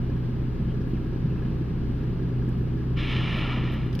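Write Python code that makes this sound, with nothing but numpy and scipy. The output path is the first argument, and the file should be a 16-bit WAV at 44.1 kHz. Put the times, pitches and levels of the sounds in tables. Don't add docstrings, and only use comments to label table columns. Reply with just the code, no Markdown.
import sys
import numpy as np
from scipy import signal
from scipy.fft import rfft, irfft
from scipy.io import wavfile
from scipy.ndimage import uniform_filter1d

SR = 44100
rng = np.random.default_rng(int(sys.argv[2]) if len(sys.argv) > 2 else 0)


def generate_wav(signal):
    frames = np.transpose(np.atleast_2d(signal))
    scaled = np.clip(frames, -1, 1) * 32767
    pcm = np.round(scaled).astype(np.int16)
    wavfile.write(sys.argv[1], SR, pcm)


N = 176400


def undb(db):
    return 10 ** (np.asarray(db) / 20)


def unit(x):
    return x / np.sqrt(np.mean(x ** 2))


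def colour(x, curve):
    hz, db = np.array(curve, float).T
    f = np.maximum(np.fft.rfftfreq(N, 1 / SR), 1)
    rolloff = np.minimum(f / hz[0], 1) ** 2 * np.minimum(hz[-1] / f, 1) ** 2
    return unit(irfft(rfft(x) * rolloff * undb(np.interp(np.log(f), np.log(hz), db)), N))


def noise(curve, channels=1):
    return colour(rng.standard_normal((channels, N)), curve)


def ring(x, hz, width_hz):
    return signal.lfilter(*signal.iirpeak(hz, hz / width_hz, SR), x)


def resonate(x, modes):
    return x + sum(undb(db) * ring(x, hz, width) for hz, width, db in modes)


def drift(rate_hz):
    knots = np.clip(rng.standard_normal(4096), -2, 2)
    step = max(int(SR / rate_hz), 1)
    ramps = np.interp(np.arange(N) / step, np.arange(len(knots)), knots)
    return unit(uniform_filter1d(ramps, step // 2 + 1))


# (time [s], hiss level [dB], roar level [dB])
BLOW_ENVELOPE = [(2.99, -36, -45), (3.07, -37.5, -46.5), (3.125, -34, -41), (3.22, -36, -41),
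                 (3.33, -34.5, -40.5), (3.5, -37.5, -38.5), (3.6, -41, -42), (3.74, -43.5, -45.5),
                 (3.9, -51, -53)]
# (frequency [Hz], level [dB])
HISS_EQ = [(700, -29), (1200, -17.5), (1700, 6.5), (2300, -3.5), (3000, -3.5), (3600, -7.5), (4200, -7.5),
           (5000, -10.5), (5800, -32.5), (7000, -36.5), (10000, -41), (15000, -53.5)]
ROAR_EQ = [(250, -22), (480, -5), (700, -6), (1000, -1.5), (1400, 2.5), (1900, 0.5), (2800, -38),
           (6000, -49)]
# (frequency [Hz], width [Hz], gain [dB])
AIRWAY_MODES = [(1390, 230, 4), (1730, 220, -12), (2320, 160, 1.5), (2875, 130, -2.5), (4850, 300, -4),
                (5830, 150, -3)]
# (delay [ms], gain [dB])
REFLECTIONS = [(.3225, -1.3), (1.7, -16), (2.22, -22), (2.92, -21), (3.55, -23)]


def whale_blow(t, start_s=2.958, attack_s=.031, end_s=3.84, release_s=.15, treble_db_per_s=-3.5):
    f = np.fft.rfftfreq(N, 1 / SR)
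    echoes = [undb(db) * np.exp(-2j * np.pi * f * ms / 1000) for ms, db in REFLECTIONS]
    comb = np.prod(1 + np.array(echoes), axis=0)
    voice = lambda eq: unit(irfft(comb * rfft(resonate(noise(eq), AIRWAY_MODES)), N))
    hiss, roar = voice(HISS_EQ), voice(ROAR_EQ)
    age = np.maximum(t - start_s, 0)
    body = signal.sosfiltfilt(signal.butter(2, 2710, fs=SR, output="sos"), hiss)
    hiss = body + (hiss - body) * undb(treble_db_per_s * age)
    times, hiss_db, roar_db = np.array(BLOW_ENVELOPE).T
    air = hiss * undb(np.interp(t, times, hiss_db)) + roar * undb(np.interp(t, times, roar_db))
    attack = np.minimum(age / attack_s, 1)
    release = np.exp(-(np.maximum(t - end_s, 0) / release_s) ** 2)
    turbulence = undb(.5 * drift(25.7) + .85 * drift(300))
    return air * attack * release * turbulence


# (harmonic [x firing rate], level [dB])
EXHAUST_HARMONICS = [(1, -36), (2, -36.5), (3, -47.5), (4, -30.5), (5, -40), (7, -45.5), (9, -48)]
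CYLINDER_ACCENTS = [-1, -4, -0.5, 1.5, -5.5, 0.5]
# (frequency [Hz], level [dB])
HULL_EQ = [(20, -14), (40, -4.5), (56, 3), (110, -0.5), (140, -1), (170, 0.5), (193, -6.5), (222, -0.5),
           (290, -6), (335, -4.5), (365, -8), (410, -10.5), (445, -16.5), (530, -19.5), (620, -35),
           (1200, -49.5)]
# (frequency [Hz], width [Hz], gain [dB])
HULL_RESONANCES = [(175.7, 9.7, 5), (209.6, 9.7, -5), (245.8, 9, -7), (322.2, 12, -2), (391.1, 12, -1.5),
                   (419, 10, 1), (528.5, 17, -5.5)]
# (frequency [Hz], width [Hz], level [dB])
RATTLE_AND_WHINES = [(1660, 110, -62), (4860, 270, -80.5), (5715, 260, -83)]


def diesel(firing_hz=31.05, waver_db=1.82, scatter_db=1.5, throb=.3, rumble_db=-31.5, knock_db=-39):
    cycles = np.cumsum(firing_hz * (1 + .002 * drift(3))) / SR
    firing, phase = cycles.astype(int), cycles % 1
    drone = 0
    for harmonic, db in EXHAUST_HARMONICS:
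        peak = np.sqrt(2) * undb(db + waver_db * drift(13))
        drone += peak * np.sin(2 * np.pi * (harmonic * cycles + rng.random()))
    accent_db = np.array(CYLINDER_ACCENTS)[firing % len(CYLINDER_ACCENTS)]
    force = undb(accent_db + scatter_db * rng.standard_normal(256)[firing])
    pulse = unit(force * np.exp(-phase / .46))
    hull = lambda x: colour(resonate(x, HULL_RESONANCES), HULL_EQ)
    polarity = np.sign(rng.standard_normal(256))[firing]
    knocks = hull(force * np.diff(firing, prepend=0) * polarity)
    rumble = hull(rng.standard_normal(N) * (1 - throb + throb * pulse))
    ringing = 0
    for hz, width, db in RATTLE_AND_WHINES:
        shake = pulse * rng.standard_normal(N)
        ringing += undb(db) * unit(ring(ring(shake, hz, width), hz, width))
    pan = undb([[-.12], [.12]])
    return pan * (drone + undb(rumble_db) * rumble + undb(knock_db) * knocks + ringing)


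# (centre time [s], half-width [s], pitch [Hz], level [dB])
HULL_BUMPS = [(.04, 0.029, 175, -35), (.135, 0.025, 175, -32.5), (0.612, 0.028, 160, -26),
              (.795, 0.026, 180, -31), (1.254, 0.013, 140, -23), (2.598, 0.028, 150, -29),
              (3.547, 0.041, 230, -33.5)]


def hull_bumps(t, wander=.25):
    boom = lambda hz: unit(np.sin(2 * np.pi * np.cumsum(hz * (1 + wander * drift(200))) / SR))
    return sum(undb(db) * np.exp(-((t - at) / span) ** 2) * boom(hz) for at, span, hz, db in HULL_BUMPS)


# (frequency [Hz], level [dB])
WASH_MID_EQ = [(300, -2), (650, -2.5), (950, 0.5), (1300, -1.5), (1900, -9), (2400, -8.5), (2900, -8),
               (3700, -15), (5000, -23), (5800, -29), (6800, -40.5), (9000, -37), (15000, -33.5)]
WASH_SIDE_EQ = [(28, 6.5), (130, 12.5), (200, 3.5), (320, 4.5), (500, -1), (750, -9), (1300, -13),
                (2000, -18), (3100, -30), (4200, -20), (5800, -28), (7000, -36.5), (10000, -43),
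                (15000, -43.5)]
# (frequency [Hz], level [dB])
WIND_EQ = [(450, -9), (580, 2), (800, -1.5), (1020, -13.5), (1400, -8), (1900, -7.5), (2500, -23.5)]
# (frequency [Hz], level [dB])
FIZZ_EQ = [(6000, -24.5), (9000, -3.5), (12000, .5), (13700, 3), (15500, -6)]


def water_and_wind(mid_db=-51.5, side_db=-42.5, wind_db=-53, foam_db=-77.5):
    flicker = lambda: undb(.4 * drift(20))
    side = undb(side_db) * noise(WASH_SIDE_EQ) * [[undb(.5)], [-1]]
    foam = noise(FIZZ_EQ, channels=2)
    crackle = unit(undb(.5 * drift(7) + 1.5 * drift(600)))
    wind = undb(wind_db) * noise(WIND_EQ) * flicker() * [[1], [0]]
    mid = undb(mid_db) * noise(WASH_MID_EQ)
    return wind + mid * flicker() + side * flicker() + undb(foam_db) * foam * crackle


# (time [s], decay [s], slap level [dB], spray level [dB])
SPLASHES_AND_TICKS = [(.815, .012, -60, -78), (.87, .06, -77, -69), (2.515, .03, -77, -71),
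                      (2.575, .09, -79.5, -73), (3.365, 0.014, -65, -64), (3.718, .012, -69, -64),
                      (3.732, .016, -58, -63), (3.857, 0.01, -71, -65), (3.927, 0.011, -52, -70),
                      (3.95, 0.0062, -43.5, -54.5), (3.99, 0.0081, -38.5, -49)]
# (frequency [Hz], level [dB])
SLAP_EQ = [(400, -10), (1000, -6), (2800, 4), (4400, -3), (5000, 3), (5400, -2), (5900, -4.5),
           (7000, -16.5), (12000, -26.5)]


def splashes_and_ticks(t, rise_s=.0018, grain_db=3):
    slap, spray = noise(SLAP_EQ, channels=2), noise(FIZZ_EQ, channels=2)
    out = 0
    for start, decay, slap_db, spray_db in SPLASHES_AND_TICKS:
        age = np.maximum(t - start, 0)
        envelope = np.minimum(age / rise_s, 1) * np.exp(-np.maximum(age - rise_s, 0) / decay)
        out += envelope * (undb(slap_db) * slap + undb(spray_db) * spray)
    return out * undb(grain_db * drift(700))


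def bubbles(per_s=22, low_hz=900, high_hz=4200, base_db=-61.5, decay_cycles=10, glide=.016):
    age = np.arange(4096) / SR
    out = np.zeros((2, N + len(age)))
    for when, pitch, strength, side in rng.random((int(per_s * N / SR), 4)):
        hz = low_hz * (high_hz / low_hz) ** pitch
        life = age * hz / decay_cycles
        envelope = np.exp(-life) * (1 - np.exp(-10 * life))
        ping = envelope * np.sin(2 * np.pi * hz * age * (1 + glide * life / 2))
        accent_db = 4 * min(-np.log(1 - strength), 3)
        gain = undb(base_db + accent_db) * np.sqrt(low_hz / hz)
        pan = 1 + (2 * side - 1) * np.array([[.3], [-.3]])
        start = int(when * N)
        out[:, start:start + len(age)] += gain * ping * pan
    return out[:, :N]


# (centre time [s], length [s], pitch [Hz], glide [octaves], level [dB])
PEEP_NOTES = [(.707, .06, 3050, -.03, -55.5), (.968, .1, 2050, -1.8, -55.5), (1.314, .035, 2640, 0, -55),
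              (1.384, .035, 2640, 0, -52.5)]


def peeps(t, quaver=.052):
    out = 0
    for centre, length, hz, glide, db in PEEP_NOTES:
        along = np.clip((t - centre) / length, -.5, .5)
        pitch = hz * 2 ** (glide * along) * (1 + quaver * drift(800))
        out += undb(db) * np.cos(np.pi * along) * np.sin(2 * np.pi * np.cumsum(pitch) / SR)
    return out


def tick(at_s=2.4917, impulse_db=-36, low_cut_hz=3500):
    impulse = undb(impulse_db) * signal.unit_impulse(N, int(at_s * SR))
    return signal.sosfilt(signal.butter(2, low_cut_hz, "high", fs=SR, output="sos"), impulse)


def scene():
    t = np.arange(N) / SR
    return (whale_blow(t) + diesel() + hull_bumps(t)
            + water_and_wind() + bubbles() + splashes_and_ticks(t) + peeps(t) + tick())


def record(dry):
    faded = dry * signal.windows.tukey(N, .001)
    return signal.sosfiltfilt(signal.ellip(8, .1, 50, 15300, fs=SR, output="sos"), faded)


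dry = scene()
out = record(dry)
generate_wav(out)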